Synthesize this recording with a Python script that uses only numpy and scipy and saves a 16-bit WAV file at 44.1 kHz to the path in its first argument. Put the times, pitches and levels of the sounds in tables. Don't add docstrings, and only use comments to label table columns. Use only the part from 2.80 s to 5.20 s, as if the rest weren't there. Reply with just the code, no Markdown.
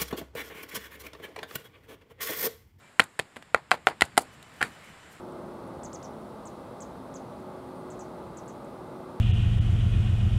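import sys
import numpy as np
from scipy import signal
from scipy.fft import rfft, irfft
from scipy.io import wavfile
from scipy.ndimage import map_coordinates

SR = 44100
rng = np.random.default_rng(int(sys.argv[2]) if len(sys.argv) > 2 else 0)


def master_out(mix):
    frames = np.transpose(np.atleast_2d(mix))
    ceiling = np.clip(frames, -1, 1)
    pcm = np.round(ceiling * 32767).astype(np.int16)
    wavfile.write(sys.argv[1], SR, pcm)


N = 105840
HIT_SAMPLES = 8192
TIME, HIT_TIME = np.arange(N) / SR, np.arange(HIT_SAMPLES) / SR
HIT_HZ = np.fft.rfftfreq(HIT_SAMPLES, 1 / SR)
HIT_GAIN = np.sqrt(SR / 100)


def amp(db):
    return 10 ** (np.asarray(db) / 20)


def unit_rms(x):
    return x / np.sqrt(np.mean(x ** 2) + 1e-20)


def unit_energy(x):
    return x / np.sqrt(np.sum(x ** 2) + 1e-20)


def along(points, hz):
    freqs, values = np.transpose(points)
    return np.interp(np.log(hz + 1), np.log(freqs + 1), values)


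def add(out, start, x):
    i = max(round(start * SR), 0)
    out[i:i + len(x)] += x[:max(N - i, 0)]


def wobble(rate):
    return map_coordinates(rng.standard_normal(int(N * rate / SR) + 4), [TIME * rate])


def noise(eq):
    gain = amp(along(eq, np.fft.rfftfreq(N, 1 / SR)))
    return unit_rms(irfft(rfft(rng.standard_normal(N)) * gain, N))


def coloured(hit, eq):
    cepstrum = irfft(np.log(amp(along(eq, HIT_HZ))))
    cepstrum[1:HIT_SAMPLES // 2] *= 2
    cepstrum[HIT_SAMPLES // 2 + 1:] = 0
    return irfft(rfft(hit) * np.exp(rfft(cepstrum)))


def decay(t60):
    return np.exp(-np.log(1000) * HIT_TIME / t60)


def ring(hz, t60):
    return np.cos(2 * np.pi * hz * HIT_TIME) * decay(t60)


def patter(envelope, rise_s=0.00019):
    return unit_energy(rng.standard_normal(HIT_SAMPLES) * envelope * (1 - np.exp(-HIT_TIME / rise_s)))


# (time [s], bass [dB], middle [dB], treble [dB])
AIR_FADERS = [(0, -65.5, -57.5, -68), (.35, -69.5, -59.5, -68.5), (.85, -62, -60, -72.5),
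              (1.3, -58, -56, -68.5), (2.07, -58.5, -52.5, -65), (2.4, -61, -53.5, -65)]
# (frequency [Hz], gain [dB])
AIR_BASS_EQ = [(20, -53.5), (65, -4), (150, -0.5), (300, -10), (600, -54.5)]
AIR_MIDDLE_EQ = [(180, -11.5), (300, -4.5), (1220, -4), (1930, -5), (5500, -20), (7500, -64.5)]
AIR_TREBLE_EQ = [(3500, -31), (5800, -8.5), (7300, 9), (10000, -2.5), (14500, -12), (16000, -22)]

def outdoor_air():
    times, *faders = np.transpose(AIR_FADERS)
    bass_db, middle_db, treble_db = [np.interp(TIME, times, db) for db in faders]
    rumble = amp(bass_db + 1.7 * wobble(34)) * noise(AIR_BASS_EQ)
    hush = amp(middle_db + 0.45 * wobble(18)) * noise(AIR_MIDDLE_EQ)
    hiss = amp(treble_db) * noise(AIR_TREBLE_EQ)
    return rumble + hush + hiss


# (time [s], length [s], start pitch [Hz], end pitch [Hz], level [dB])
BIRD_CALLS = [(0.01, 0.094, 2320, 2370, -62.5), (0.311, 0.079, 3920, 3870, -76),
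              (1.27, 0.095, 4740, 4500, -69)]

def bird_whistles():
    out = np.zeros(N)
    for start, length, from_hz, to_hz, db in BIRD_CALLS:
        n = int(length * SR)
        hz = np.linspace(from_hz, to_hz, n) * (1 + 0.0087 * wobble(89)[:n])
        add(out, start, amp(db) * signal.windows.tukey(n, .5) * np.sin(2 * np.pi * np.cumsum(hz) / SR))
    return out


def bird_pips(start=1.452, end=2.3, pips_per_s=7.1, hz=2995, db=-61.5):
    phase = 2 * np.pi * np.cumsum(hz * (1 + .003 * wobble(120))) / SR
    pulses = np.sin(np.pi * pips_per_s * (TIME - start)) ** 2
    envelope = pulses * amp(2.4 * wobble(10)) * (TIME > start) * (TIME < end)
    return amp(db) * envelope * (np.sin(phase) + amp(-9) * np.sin(2 * phase))


# (centre time [s], half-length [s], level [dB])
BRUSH_STROKES = [(0.938, 0.021, -52), (1.082, 0.024, -52), (1.416, 0.014, -50.5), (1.537, 0.02, -62),
                 (1.846, 0.17, -62), (2.066, 0.078, -64), (2.335, 0.041, -59.5)]
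DRAG_STROKE = (2.07, 0.15, -56.5)
# (frequency [Hz], gain [dB])
BRUSH_EQ = [(1000, -4), (6000, 8.5), (9000, 10.5), (15500, 3.5)]
DRAG_EQ = [(600, -21), (2100, 4), (6000, -36)]

def slides():
    def stroke(centre, half_length, db):
        return amp(db) * np.exp(-2 * ((TIME - centre) / half_length) ** 2)
    scratch = unit_rms(amp(3 * wobble(200)) * noise(BRUSH_EQ))
    brushes = sum(stroke(*row) for row in BRUSH_STROKES) * scratch
    return brushes + stroke(*DRAG_STROKE) * noise(DRAG_EQ)


# (time [s], level [dB], treble shelf [dB])
TICK_CUES = [(.239, -46.5, 36), (0.5608, -48.5, -9), (0.6247, -48.5, -7), (0.91, -45, -5.5),
             (1.252, -50, 21), (1.627, -52, 5.5), (1.809, -34, -56)]
# (frequency [Hz], gain [dB])
TICK_EQ = [(60, -12), (2000, -5), (3800, -4.5), (5500, -15), (8000, -9.5), (15000, -26)]

def page_ticks():
    out = np.zeros(N)
    for start, db, treble_db in TICK_CUES:
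        flick = coloured(patter(decay(t60=0.02)), TICK_EQ)
        tick = coloured(flick, [(2500, 0.044), (7000, treble_db)])
        add(out, start, HIT_GAIN * amp(db) * unit_energy(tick))
    return out


# (time [s], level [dB])
PUFF_CUES = [(0.746, -32), (1.222, -29), (1.378, -38)]

def air_puffs(hz=72):
    out = np.zeros(N)
    attack = 1 - np.exp(-2 * hz * HIT_TIME)
    puff = np.sin(2 * np.pi * hz * HIT_TIME) * attack * decay(t60=0.071)
    for start, db in PUFF_CUES:
        add(out, start, amp(db) * puff)
    return out


# (frequency [Hz], t60 [s])
ECHO_DECAY = [(100, 0.26), (700, 0.14), (10000, 0.14)]
# (frequency [Hz], gain [dB])
ECHO_EQ = [(60, 11.5), (800, 7), (2000, -3), (4500, 7), (9000, 4)]

def echo(hit, predelay_s=0.002, rise_s=0.0041):
    hz, t, spectrum = signal.stft(rng.standard_normal(HIT_SAMPLES), SR, nperseg=256)
    fade = np.exp(-np.log(1000) * t / along(ECHO_DECAY, hz)[:, None])
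    tail = signal.istft(spectrum * fade, SR, nperseg=256)[1][:HIT_SAMPLES]
    clumps = amp(2.5 * wobble(300)[:HIT_SAMPLES])
    attack = np.clip((HIT_TIME - predelay_s) / rise_s, 0, 1)
    return signal.fftconvolve(hit, coloured(unit_energy(tail * clumps * attack), ECHO_EQ))


# thump, body, clap, edge and crack (frequency [Hz])
SLAP_BAND_EDGES = [40, 300, 1100, 2200, 5500, 16000]
SLAP_BAND_CENTRES = [170, 750, 1600, 3200, 9000]

def voiced(hit, levels_db):
    bands = [(HIT_HZ >= lo) & (HIT_HZ < hi) for lo, hi in zip(SLAP_BAND_EDGES, SLAP_BAND_EDGES[1:])]
    for _ in range(4):
        power = abs(rfft(hit)) ** 2 * 2 / HIT_SAMPLES
        now_db = 10 * np.log10([power[band].sum() for band in bands])
        hit = coloured(hit, np.column_stack([SLAP_BAND_CENTRES, np.array(levels_db) - now_db]))
    return HIT_GAIN * hit


# (frequency [Hz], relative level [dB], t60 [s])
STACK_MODES = [(486, -0.5, 0.024), (1394, 5, 0.024)]
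# (frequency [Hz], gain [dB])
PAPER_EQ = [(30, -30.5), (70, -12.5), (200, -5), (560, -5), (850, 0.5), (2000, 11), (3400, -2.5),
            (4400, -2), (5900, -14.5), (7400, -2.5), (9800, -3.5), (16000, -25.5)]
# (time [s], page landing time [s], knock pitch [Hz], air pocket pitch [Hz],
# thump [dB], body [dB], clap [dB], edge [dB], crack [dB], echo send [dB])
SLAP_CUES = [(0.1957, 0.0065, 860, 1420, -34.5, -22, -12.5, -21, -29.5, -17.5),
             (0.2016, .002, 640, 1640, -35.5, -27, -24.5, -19.5, -33, -29),
             (0.3919, 0.0029, 960, 1600, -47.5, -33.5, -30.5, -36.5, -39, -29),
             (0.3965, 0.0031, 980, 1780, -39.5, -30, -28.5, -30.5, -40, -19),
             (0.5668, 0.0055, 478, 1710, -48.5, -44.5, -43.5, -50, -56.5, -13.5),
             (0.746, 0.0027, 488, 1935, -39, -19.5, -16.5, -25, -39.5, -20),
             (0.9156, 0.0033, 725, 1540, -39.5, -18.5, -16, -22, -36.5, -14.5),
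             (1.0703, 0.0027, 737, 1513, -37.5, -18.5, -15.5, -23.5, -37.5, -13),
             (1.2098, 0.002, 870, 1850, -65, -37, -28, -27.5, -33.5, -15.5),
             (1.22, 0.0036, 685, 1970, -31, -20.5, -15, -22, -31, -23),
             (1.3701, 0.0025, 776, 1560, -70, -38.5, -32.5, -40, -42, -6),
             (1.3775, 0.0045, 713, 1408, -30.5, -15, -19, -23.5, -22, -20.5),
             (1.8138, 0.0063, 745, 1480, -43.5, -31.5, -25.5, -35, -46.5, -7.5),
             (1.8272, 0.0025, 400, 1716, -40, -39.5, -21, -29, -37.5, -13)]

def notebook_slaps():
    out, cover = np.zeros(N), signal.unit_impulse(HIT_SAMPLES)
    stack = amp(-11) * unit_energy(sum(amp(db) * ring(hz, t60) for hz, db, t60 in STACK_MODES))
    for start, landing_s, knock_hz, pocket_hz, *levels_db, send_db in SLAP_CUES:
        slowness = landing_s / 0.0044
        knock = amp(-10.5) * unit_energy(ring(knock_hz, t60=.017))
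        back_cover = amp(-8) * signal.unit_impulse(HIT_SAMPLES, round(.8 * landing_s * SR))
        pages = amp(4.5) * np.sqrt(slowness) * patter(np.exp(-(HIT_TIME / landing_s) ** 2))
        squeeze = 1 - np.exp(-2 * HIT_TIME / landing_s)
        pop = amp(-8) * slowness * unit_energy(ring(pocket_hz, t60=.01) * squeeze)
        slap = coloured(cover + stack + knock + back_cover + pages + pop, PAPER_EQ)
        add(out, start, voiced(slap, levels_db))
        smack = voiced(coloured(cover, PAPER_EQ), levels_db)
        add(out, start, amp(send_db) * echo(smack))
    return out


def scene():
    notebook = notebook_slaps() + air_puffs() + page_ticks() + slides()
    return (notebook + outdoor_air() + bird_whistles() + bird_pips())[None]


def record(dry, rolloff_hz=15550, cutoff_hz=16500):
    rounded = dry / (1 + abs(dry) ** 6) ** (1 / 6)
    hz = np.fft.rfftfreq(2 * N, 1 / SR)
    lowpass = (hz < cutoff_hz) / (1 + (hz / rolloff_hz) ** 40)
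    return irfft(rfft(rounded, 2 * N) * lowpass)[:, :N]


dry = scene()
out = record(dry)
master_out(out)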